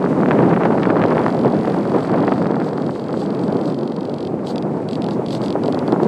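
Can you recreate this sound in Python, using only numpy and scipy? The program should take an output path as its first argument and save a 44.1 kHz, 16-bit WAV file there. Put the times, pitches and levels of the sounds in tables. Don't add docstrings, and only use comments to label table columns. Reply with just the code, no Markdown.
import sys
import numpy as np
from scipy import signal
from scipy.fft import rfft, irfft, next_fast_len
from scipy.io import wavfile
from scipy.ndimage import map_coordinates

SR = 44100
rng = np.random.default_rng(int(sys.argv[2]) if len(sys.argv) > 2 else 0)


def wav_record(signal):
    frames = np.transpose(np.atleast_2d(signal))
    bounded = np.clip(frames, -1, 1)
    quanta = np.round(bounded * 32767).astype(np.int16)
    wavfile.write(sys.argv[1], SR, quanta)


N = 267755

LOAD_ON_S, EASE_S, LOAD_OFF_S = .78, 2.34, 4.28


def amp(db):
    return 10 ** (np.asarray(db) / 20)


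def unit(x):
    return x / np.sqrt(np.mean(x ** 2) + 1e-20)


def curves(rows, s):
    t, *columns = np.transpose(rows)
    return [np.interp(s, t, column) for column in columns]


def wobble(rate):
    knots = rng.standard_normal(int(N * rate / SR) + 4)
    return map_coordinates(knots, [np.arange(N) * rate / SR])


def coloured(x, points):
    m = 2 * next_fast_len(len(x) // 2 + 4096)
    hz, db = np.transpose(points)
    gain_db = np.interp(np.log(np.fft.rfftfreq(m, 1 / SR) + 1), np.log(hz + 1), db)
    cepstrum = irfft(np.log(amp(gain_db)), m)
    cepstrum[1:m // 2] *= 2
    cepstrum[m // 2 + 1:] = 0
    return irfft(rfft(x, m) * np.exp(rfft(cepstrum)), m)[:len(x)]


# frequency in Hz, relative level in dB per Hz.
HISS_COLOUR = [(800, 3), (2000, 12), (3500, 0.5), (6000, -6), (9000, -8.5), (11500, -15.5), (13500, -24),
               (15500, -49)]


def slipstream():
    hiss_db = curves(AIRFLOW, np.arange(N) / SR)[2]
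    hiss = unit(coloured(rng.standard_normal(N), HISS_COLOUR))
    return amp(hiss_db + 0.93 * wobble(40)) * hiss


# frequency in Hz, relative level in dB per Hz.
WHIRR_COLOUR = [(1500, -26), (2600, -12), (3900, -3.5), (4700, -2), (5300, -10.5), (6200, -13.5),
                (7250, -14.5), (8450, -16), (10000, -23.5), (12500, -27), (15000, -62.5)]
# frequency in Hz, relative level in dB per Hz.
WHINE_COLOUR = [(6500, -39), (7300, -13), (7700, -1), (8000, 1), (8400, -9), (9200, -37)]
# middle in seconds, half length in seconds, whirr level in dB, whine level in dB.
SERVO_MOVES = [(0.807, 0.027, -58, -70), (2.03, 0.054, -54.5, -67), (2.368, 0.073, -54.5, -70),
               (2.67, .029, -52, -65), (2.808, 0.037, -63, -69), (2.957, 0.043, -57, -65),
               (3.206, 0.049, -51, -60), (3.432, 0.024, -54, -65), (3.68, 0.037, -52, -66),
               (4.49, 0.028, -41, -62), (4.758, 0.045, -66, -70), (4.938, 0.041, -55, -66),
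               (5.127, .027, -50, -73), (5.339, 0.036, -41, -58), (5.452, 0.028, -46, -58),
               (5.663, 0.03, -56, -65), (5.89, .03, -62, -69), (6.043, .025, -56, -66)]
WHIRR_DB, IDLE_DB = -58.5, -64.5
WHIRR_SAG_DB_PER_S = 1
WHINE_DB = -13.5
TOOTH_HZ, TOOTH_DB = 400, 10


def gears():
    t = np.arange(N) / SR
    loaded_db = WHIRR_DB - WHIRR_SAG_DB_PER_S * np.clip(t - EASE_S, 0, None)
    whirr_db = np.where(t < LOAD_OFF_S, loaded_db, IDLE_DB)
    whirr_gain, whine_gain = amp(whirr_db), amp(whirr_db + WHINE_DB)
    for s, half_s, move_whirr_db, move_whine_db in SERVO_MOVES:
        whirr_gain = whirr_gain + amp(move_whirr_db) * np.exp(-((t - s) / half_s) ** 2)
        whine_gain = whine_gain + amp(move_whine_db) * np.exp(-((t - s) / (1.4 * half_s)) ** 2)
    whine = unit(coloured(rng.standard_normal(N) * amp(3.5 * wobble(90)), WHINE_COLOUR))
    mesh = np.cos(2 * np.pi * np.cumsum(TOOTH_HZ * amp(1.7 * wobble(30))) / SR)
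    contact = amp(TOOTH_DB * mesh + 1.5 * wobble(150))
    teeth = unit(coloured(rng.standard_normal(N) * contact, WHIRR_COLOUR))
    return whirr_gain * teeth + whine_gain * whine


# time in seconds, stop click level in dB,
# start click level in dB against the stop, drive pulse length in ms.
HELD_LOAD = [(.78, -35, -2, 1), (1.15, -32, -2, 1.05), (1.45, -31, -3, 2.05), (2.3, -31, -3, 2.05),
             (2.5, -31, -3, 1.9), (4.28, -27, -3, 1.9)]
FRAME_S = .021996
DELAY_S, EARLY_S = .00635, .0002
SKIP_DB, SKIP_END_S = -9, 4.2


def held_clicks():
    frame = np.arange(round(LOAD_ON_S / FRAME_S), round(LOAD_OFF_S / FRAME_S))
    frame_s = frame * FRAME_S
    stop_db, start_db, pulse_ms = curves(HELD_LOAD, frame_s)
    chance = rng.standard_normal((len(frame), 3))
    skip_db = SKIP_DB * (frame_s > EASE_S) * (frame_s < SKIP_END_S) * (frame % 2)
    skip_db = skip_db * np.clip(1 + .4 * chance[:, 0], .3, 2)
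    uneven_db = .8 + 3 * np.exp((LOAD_ON_S - frame_s) / .6)
    db = stop_db + skip_db + uneven_db * chance[:, 1]
    s = frame_s + DELAY_S - EARLY_S * np.exp((LOAD_ON_S - frame_s) / .4)
    late_s = .00007 * chance[:, 2]
    return s, late_s, db, start_db, pulse_ms


# rough stop time in seconds, stop click level in dB.
TWITCH_PULSES = [(4.4523, -40), (4.4703, -22), (4.5576, -21.5), (4.5801, -19), (4.624, -24), (4.8874, -21),
                 (4.9103, -24.5), (4.9323, -22.5), (4.9542, -23.5), (5.0206, -20.5), (5.042, -22.5),
                 (5.0635, -25), (5.0859, -23.5), (5.1079, -23.5), (5.2625, -23), (5.285, -23.5),
                 (5.3069, -21), (5.3299, -20.5), (5.3508, -20.5), (5.4162, -25), (5.4381, -25),
                 (5.4601, -23), (5.481, -21.5), (5.503, -20), (5.5249, -20.5), (5.6367, -24), (5.6581, -23),
                 (5.6801, -21.5), (5.7245, -20.5), (5.7449, -23), (5.7903, -22), (5.8781, -25),
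                 (5.922, -22), (6.0323, -21.5)]
LOOSE_MS = .7, 1.9


def twitch_clicks():
    rough_s, db = np.transpose(TWITCH_PULSES)
    count = len(rough_s)
    s = np.round((rough_s - DELAY_S) / FRAME_S) * FRAME_S + DELAY_S
    s = s + .0002 * rng.standard_normal(count)
    start_db = -7 + 3 * rng.standard_normal(count)
    return s, np.zeros(count), db, start_db, rng.uniform(*LOOSE_MS, count)


# time in seconds, level in dB.
LINKAGE_TICKS = [(0.0268, -30), (0.051, -33), (0.212, -33), (0.282, -44), (0.4229, -33), (0.4936, -30),
                 (0.656, -31), (0.7512, -39)]
# frequency in Hz, gain in dB.
AIRFRAME = [(1200, -18), (2200, -5.5), (2900, -3.5), (3550, 3), (4700, 0), (5400, -10), (6400, -20.5),
            (7300, -18), (8200, -19), (10500, -24), (13000, -45.5)]
# frequency in Hz, gain in dB.
STOP_RING = [(2500, -24.5), (4000, -11), (4750, 2), (5200, -5), (5650, -24), (8000, -21.5), (9500, -25),
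             (12000, -38)]
EDGE_DB, EDGE_GROWS = -26.5, .75


def servo():
    s, late_s, db, start_db, pulse_ms = map(np.concatenate, zip(held_clicks(), twitch_clicks()))
    stop = np.round((s + late_s) * SR).astype(int)
    start = np.round((s - pulse_ms / 1000) * SR).astype(int)
    kicks = np.zeros(N)
    np.add.at(kicks, stop, amp(db))
    np.add.at(kicks, start, amp(db + start_db))
    edges = np.zeros(N)
    edge_db = EDGE_DB + EDGE_GROWS * (db - db.max()) + 1.5 * rng.standard_normal(len(s))
    np.add.at(edges, stop, amp(edge_db))
    tick_s, tick_db = np.transpose(LINKAGE_TICKS)
    kicks[np.round(tick_s * SR).astype(int)] += amp(tick_db)
    for lag_s, echo_db in [(.00065, -11), (.00155, -14), (.006, -22)]:
        kicks = kicks + amp(echo_db) * np.roll(kicks, round(lag_s * SR))
    fading = amp(-60 * np.arange(800) / SR / 0.0095)
    rattle = amp(-29) * np.convolve(kicks, fading)[:N] * rng.standard_normal(N)
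    crest = np.abs(coloured(np.arange(512) == 0, AIRFRAME)).max()
    return (coloured(kicks + rattle, AIRFRAME) + coloured(edges, STOP_RING)) / crest


def eddies(s, db, hz, cycles):
    t = np.arange(-300, 300) / SR
    turn = .5 + .15 * rng.standard_normal(len(s))[:, None]
    phase = hz[:, None] * t
    shape = amp(db)[:, None] * np.cos(2 * np.pi * (phase + turn)) / np.cosh(phase / cycles)
    place = np.round(s * SR).astype(int)[:, None] + np.arange(600)
    return np.bincount(place.ravel(), shape.ravel(), N + 600)[300:N + 300]


# time in seconds, crest level in dB before its random turn, pitch in Hz.
STRONG_EDDIES = [(0.0429, -3, 820), (.062, -7.5, 945), (.13, -11.5, 950), (.2045, -12, 1050),
                 (.234, -4, 950), (.26, -7, 1000), (.2867, -3.5, 1300), (0.3103, 0, 1170),
                 (.3162, -4.5, 1330), (.331, -11, 1010), (0.335, -15, 895), (.362, -5, 423),
                 (.39, -5.5, 1100), (0.3921, 0.5, 437), (.409, -8, 800), (.4296, -12, 940),
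                 (.4358, -10, 895), (0.5119, -8, 980), (0.5153, -9.5, 1000), (.5271, -2, 464),
                 (.5353, -6, 1000), (.541, -9, 1210), (0.5638, -7, 1150), (.576, -5, 800), (.608, -10, 900),
                 (.614, -9, 900), (0.6352, -4.5, 1360), (0.6532, -3.5, 1160), (0.6562, 1.5, 587),
                 (.662, -8, 900), (.6849, -13, 900), (0.705, -3, 452), (0.7547, -6.5, 600),
                 (.7789, -13, 950), (0.724, -14.5, 1110), (.7832, -7, 890), (0.798, -15, 980),
                 (0.8331, -7, 1690), (0.8553, -4, 1150), (0.872, 0, 417), (0.9021, -3, 1060),
                 (.9062, -2.5, 885), (0.9585, -6.5, 935), (0.9681, -1, 840), (1.0003, -9.5, 950),
                 (1.0124, -12, 990), (1.0179, -9.5, 1500), (1.0249, -9, 1310), (1.0392, -3, 1120),
                 (1.0427, -13, 1150), (1.0535, -2, 452), (1.1102, -9, 1000), (1.1168, -14, 1100),
                 (1.1219, -8.5, 1100), (1.1313, -8, 430), (1.158, -11.5, 450), (1.171, -0.5, 645),
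                 (1.181, -3, 1160), (1.198, -12, 796), (1.206, -10.5, 850), (1.218, -17, 900),
                 (1.2432, -8.5, 940), (1.2642, 0.5, 1030), (1.283, -10, 1010), (1.2946, -12, 890),
                 (1.378, -15.5, 795), (1.3944, -17, 850), (1.449, -1.5, 705), (1.4521, -17, 700),
                 (1.4579, -1, 400), (1.468, -9, 400), (1.4804, -7.5, 656), (1.537, -8, 500),
                 (1.5485, -14, 800), (1.6005, -23, 950), (1.6498, -11.5, 960), (1.675, -10.5, 1080),
                 (1.6818, -3.5, 440), (1.7463, -9, 746), (1.8543, -15, 900), (1.9198, -10.5, 755),
                 (1.9463, -6, 600), (1.9632, -0.5, 400), (1.9955, -11, 600), (2.0482, -12, 950),
                 (2.084, -22, 850), (2.0967, -9.5, 900), (2.1268, -15, 840), (2.1421, -4.5, 685),
                 (2.1463, -13, 940), (2.235, -11, 860), (2.2798, -4.5, 1080), (2.2857, -5.5, 530),
                 (2.3186, -9.5, 470), (2.3215, 0.5, 850), (2.3258, -14, 800), (2.3284, -13, 1000),
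                 (2.3805, -11, 836), (2.388, -16, 800), (2.419, -9, 890), (2.4447, -14, 940),
                 (2.458, -10.5, 1090), (2.4685, -10, 900), (2.508, -4, 500), (2.521, -12, 800),
                 (2.544, -10.5, 1000), (2.567, -14, 900), (2.601, -13, 900), (2.6175, -9.5, 930),
                 (2.666, -8.5, 400), (2.6847, -16, 850), (2.731, -12, 800), (2.7821, -10.5, 890),
                 (2.87, -12.5, 400), (2.8939, -10, 820), (2.9599, -18.5, 945), (3.093, -13, 875),
                 (3.1267, -11, 403), (3.1416, -10.5, 800), (3.175, -8, 350), (3.2555, -21, 900),
                 (3.5296, -8, 464), (3.559, -10, 300), (3.787, -13, 400), (3.836, -12, 400),
                 (3.862, -8.5, 292), (3.906, -20, 350), (3.986, -16, 400), (4.088, -15, 400),
                 (4.136, -14.5, 400), (4.342, -13, 400), (4.405, -21, 400), (4.7727, -14, 600),
                 (5.0871, -15.5, 850), (5.1961, -5.5, 322), (5.2207, -15, 650), (5.4101, -16, 653),
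                 (5.4496, -20, 650), (5.5555, -3.5, 490), (5.5618, -13, 790), (5.642, -19, 700),
                 (5.6863, -0.5, 490), (5.7032, -12, 500), (5.7335, -13, 750), (5.7462, -5, 430),
                 (5.7737, -7, 706), (5.8265, -14.5, 800), (5.8833, -8, 714), (5.89, -9, 450),
                 (5.9287, 0.5, 536), (5.9325, -6.5, 447), (5.962, -8, 750), (5.9665, -19.5, 750),
                 (6.002, -9, 804), (6.0295, -6, 423), (6.0335, -1, 437), (6.0564, -10, 650),
                 (6.0601, -17, 470)]
THUMP_RINGS = 0.46
CRACKLE_DB, CRACKLE_GROWS = -24, 3.9


def snaps():
    s, db, hz = np.transpose(STRONG_EDDIES)
    strong = eddies(s, db, hz, cycles=0.19 * (1000 / hz[:, None]) ** THUMP_RINGS)
    near = np.clip(rng.standard_normal((len(s), 3, 3)), -1.5, 1.5)
    train_s = np.clip(s[:, None] + .001 + 0.00409 * near[:, 0], 0, (N - 1) / SR)
    train_db = db[:, None] - 12 + 3 * near[:, 1]
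    train_hz = hz[:, None] * amp(-2.0 + 2.9 * near[:, 2])
    return strong + eddies(train_s.ravel(), train_db.ravel(), train_hz.ravel(), cycles=0.16)


def crackle():
    chance = rng.random((1200, 3))
    s = chance[:, 0] * N / SR
    speed_db = curves(AIRFLOW, s)[1]
    db = CRACKLE_DB + CRACKLE_GROWS * speed_db - 2.83 * np.log(0.013 + chance[:, 1])
    return eddies(s, db, 600 * amp(5.0 * chance[:, 2]), cycles=0.16)


def swell(half_s):
    near = np.bincount(np.round(np.transpose(STRONG_EDDIES)[0] * SR).astype(int), minlength=N)
    t = np.arange(-SR // 10, SR // 10) / SR
    return np.tanh(signal.fftconvolve(near, np.exp(-(t / half_s) ** 2), "same"))


def swept(spectrum, speed_db, loud, slow_db=0):
    pattern = coloured(rng.standard_normal(2 * N), spectrum)
    place = np.cumsum(amp(speed_db + slow_db) / np.mean(amp(speed_db)))
    return unit(amp(loud * speed_db) * map_coordinates(pattern, [place]))


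# time in seconds, base level of the large-eddy roar in dB,
# air speed at the port in dB, base level of the slipstream hiss in dB.
AIRFLOW = [(0, -17.5, 0, -47.5), (.15, -15.5, -.5, -45), (.4, -12.5, 1, -45), (.7, -16.5, 1, -47.5),
           (.95, -14.5, 0.77, -49), (1.2, -15.5, 1, -44), (1.38, -16.5, 0, -45.5), (1.46, -14, -0.5, -46),
           (1.62, -17, -0.21, -45.5), (1.89, -17, -.5, -46.5), (1.95, -14, 0, -45),
           (2.065, -17.5, 0, -48.5), (2.14, -14, 0.5, -48.5), (2.32, -15.5, 0.23, -51),
           (2.5, -18, -.5, -52.5), (2.95, -21, -2, -52.5), (3.55, -17, -1.67, -50),
           (3.9, -22.5, -3.5, -55.5), (4.5, -19.5, -2.5, -54), (5.5, -19, -3, -49), (5.75, -17, -2.5, -47),
           (6.07, -15.5, -2, -47.5)]
# frequency in Hz, relative level in dB per Hz.
LARGE_EDDIES = [(40, -15), (100, 0.5), (200, -2), (330, -3.5), (500, -9), (800, -16.5), (1500, -33),
                (3000, -83)]
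# frequency in Hz, relative level in dB per Hz.
SMALL_EDDIES = [(150, -33), (350, -2), (600, 0.5), (1000, -9), (1500, -18.5), (2200, -29.5), (3500, -40),
                (6000, -78)]
SMALL_DB, SMALL_GROWS = -29.5, 3
SWELL_DB, ROAR_SWELL_DB = 5, 2.5


def wind():
    large_db, speed_db, _ = curves(AIRFLOW, np.arange(N) / SR)
    small_db = SMALL_DB + SMALL_GROWS * speed_db + SWELL_DB * swell(half_s=0.0035) + 1.4 * wobble(14)
    gusts = unit(.3 * wobble(25) + .8 * wobble(70) + .6 * wobble(200))
    surge = amp(1.5 * speed_db) * gusts
    roar_db = large_db + ROAR_SWELL_DB * swell(half_s=0.0036) + 0.73 * wobble(12)
    roar = amp(roar_db) * swept(LARGE_EDDIES, .8 * surge + 0.4095 * wobble(40), loud=0.57)
    flutter = amp(small_db) * swept(SMALL_EDDIES, 1.4 * surge, loud=0.046, slow_db=speed_db)
    return roar + flutter


def scene():
    return (slipstream() + gears() + servo() + snaps() + crackle() + wind())[None]


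# frequency in Hz, gain in dB.
BASS_CUT = [(25, -6), (50, -18.5), (80, -20.5), (120, -8.5), (160, -1.5), (220, 0)]
CEILING = .72
COUPLING_HZ = 75
TOP_HZ = 15600


def record(dry):
    x = coloured(dry[0], BASS_CUT)
    x = x / (1 + np.abs(x / CEILING) ** 5) ** (1 / 5)
    m = next_fast_len(N + 4096)
    hz = np.fft.rfftfreq(m, 1 / SR)
    high_pass = hz ** 2 / np.hypot(hz ** 2, COUPLING_HZ ** 2)
    return irfft(rfft(x, m) * (hz < TOP_HZ) * high_pass, m)[None, :N]


dry = scene()
out = record(dry)
wav_record(out)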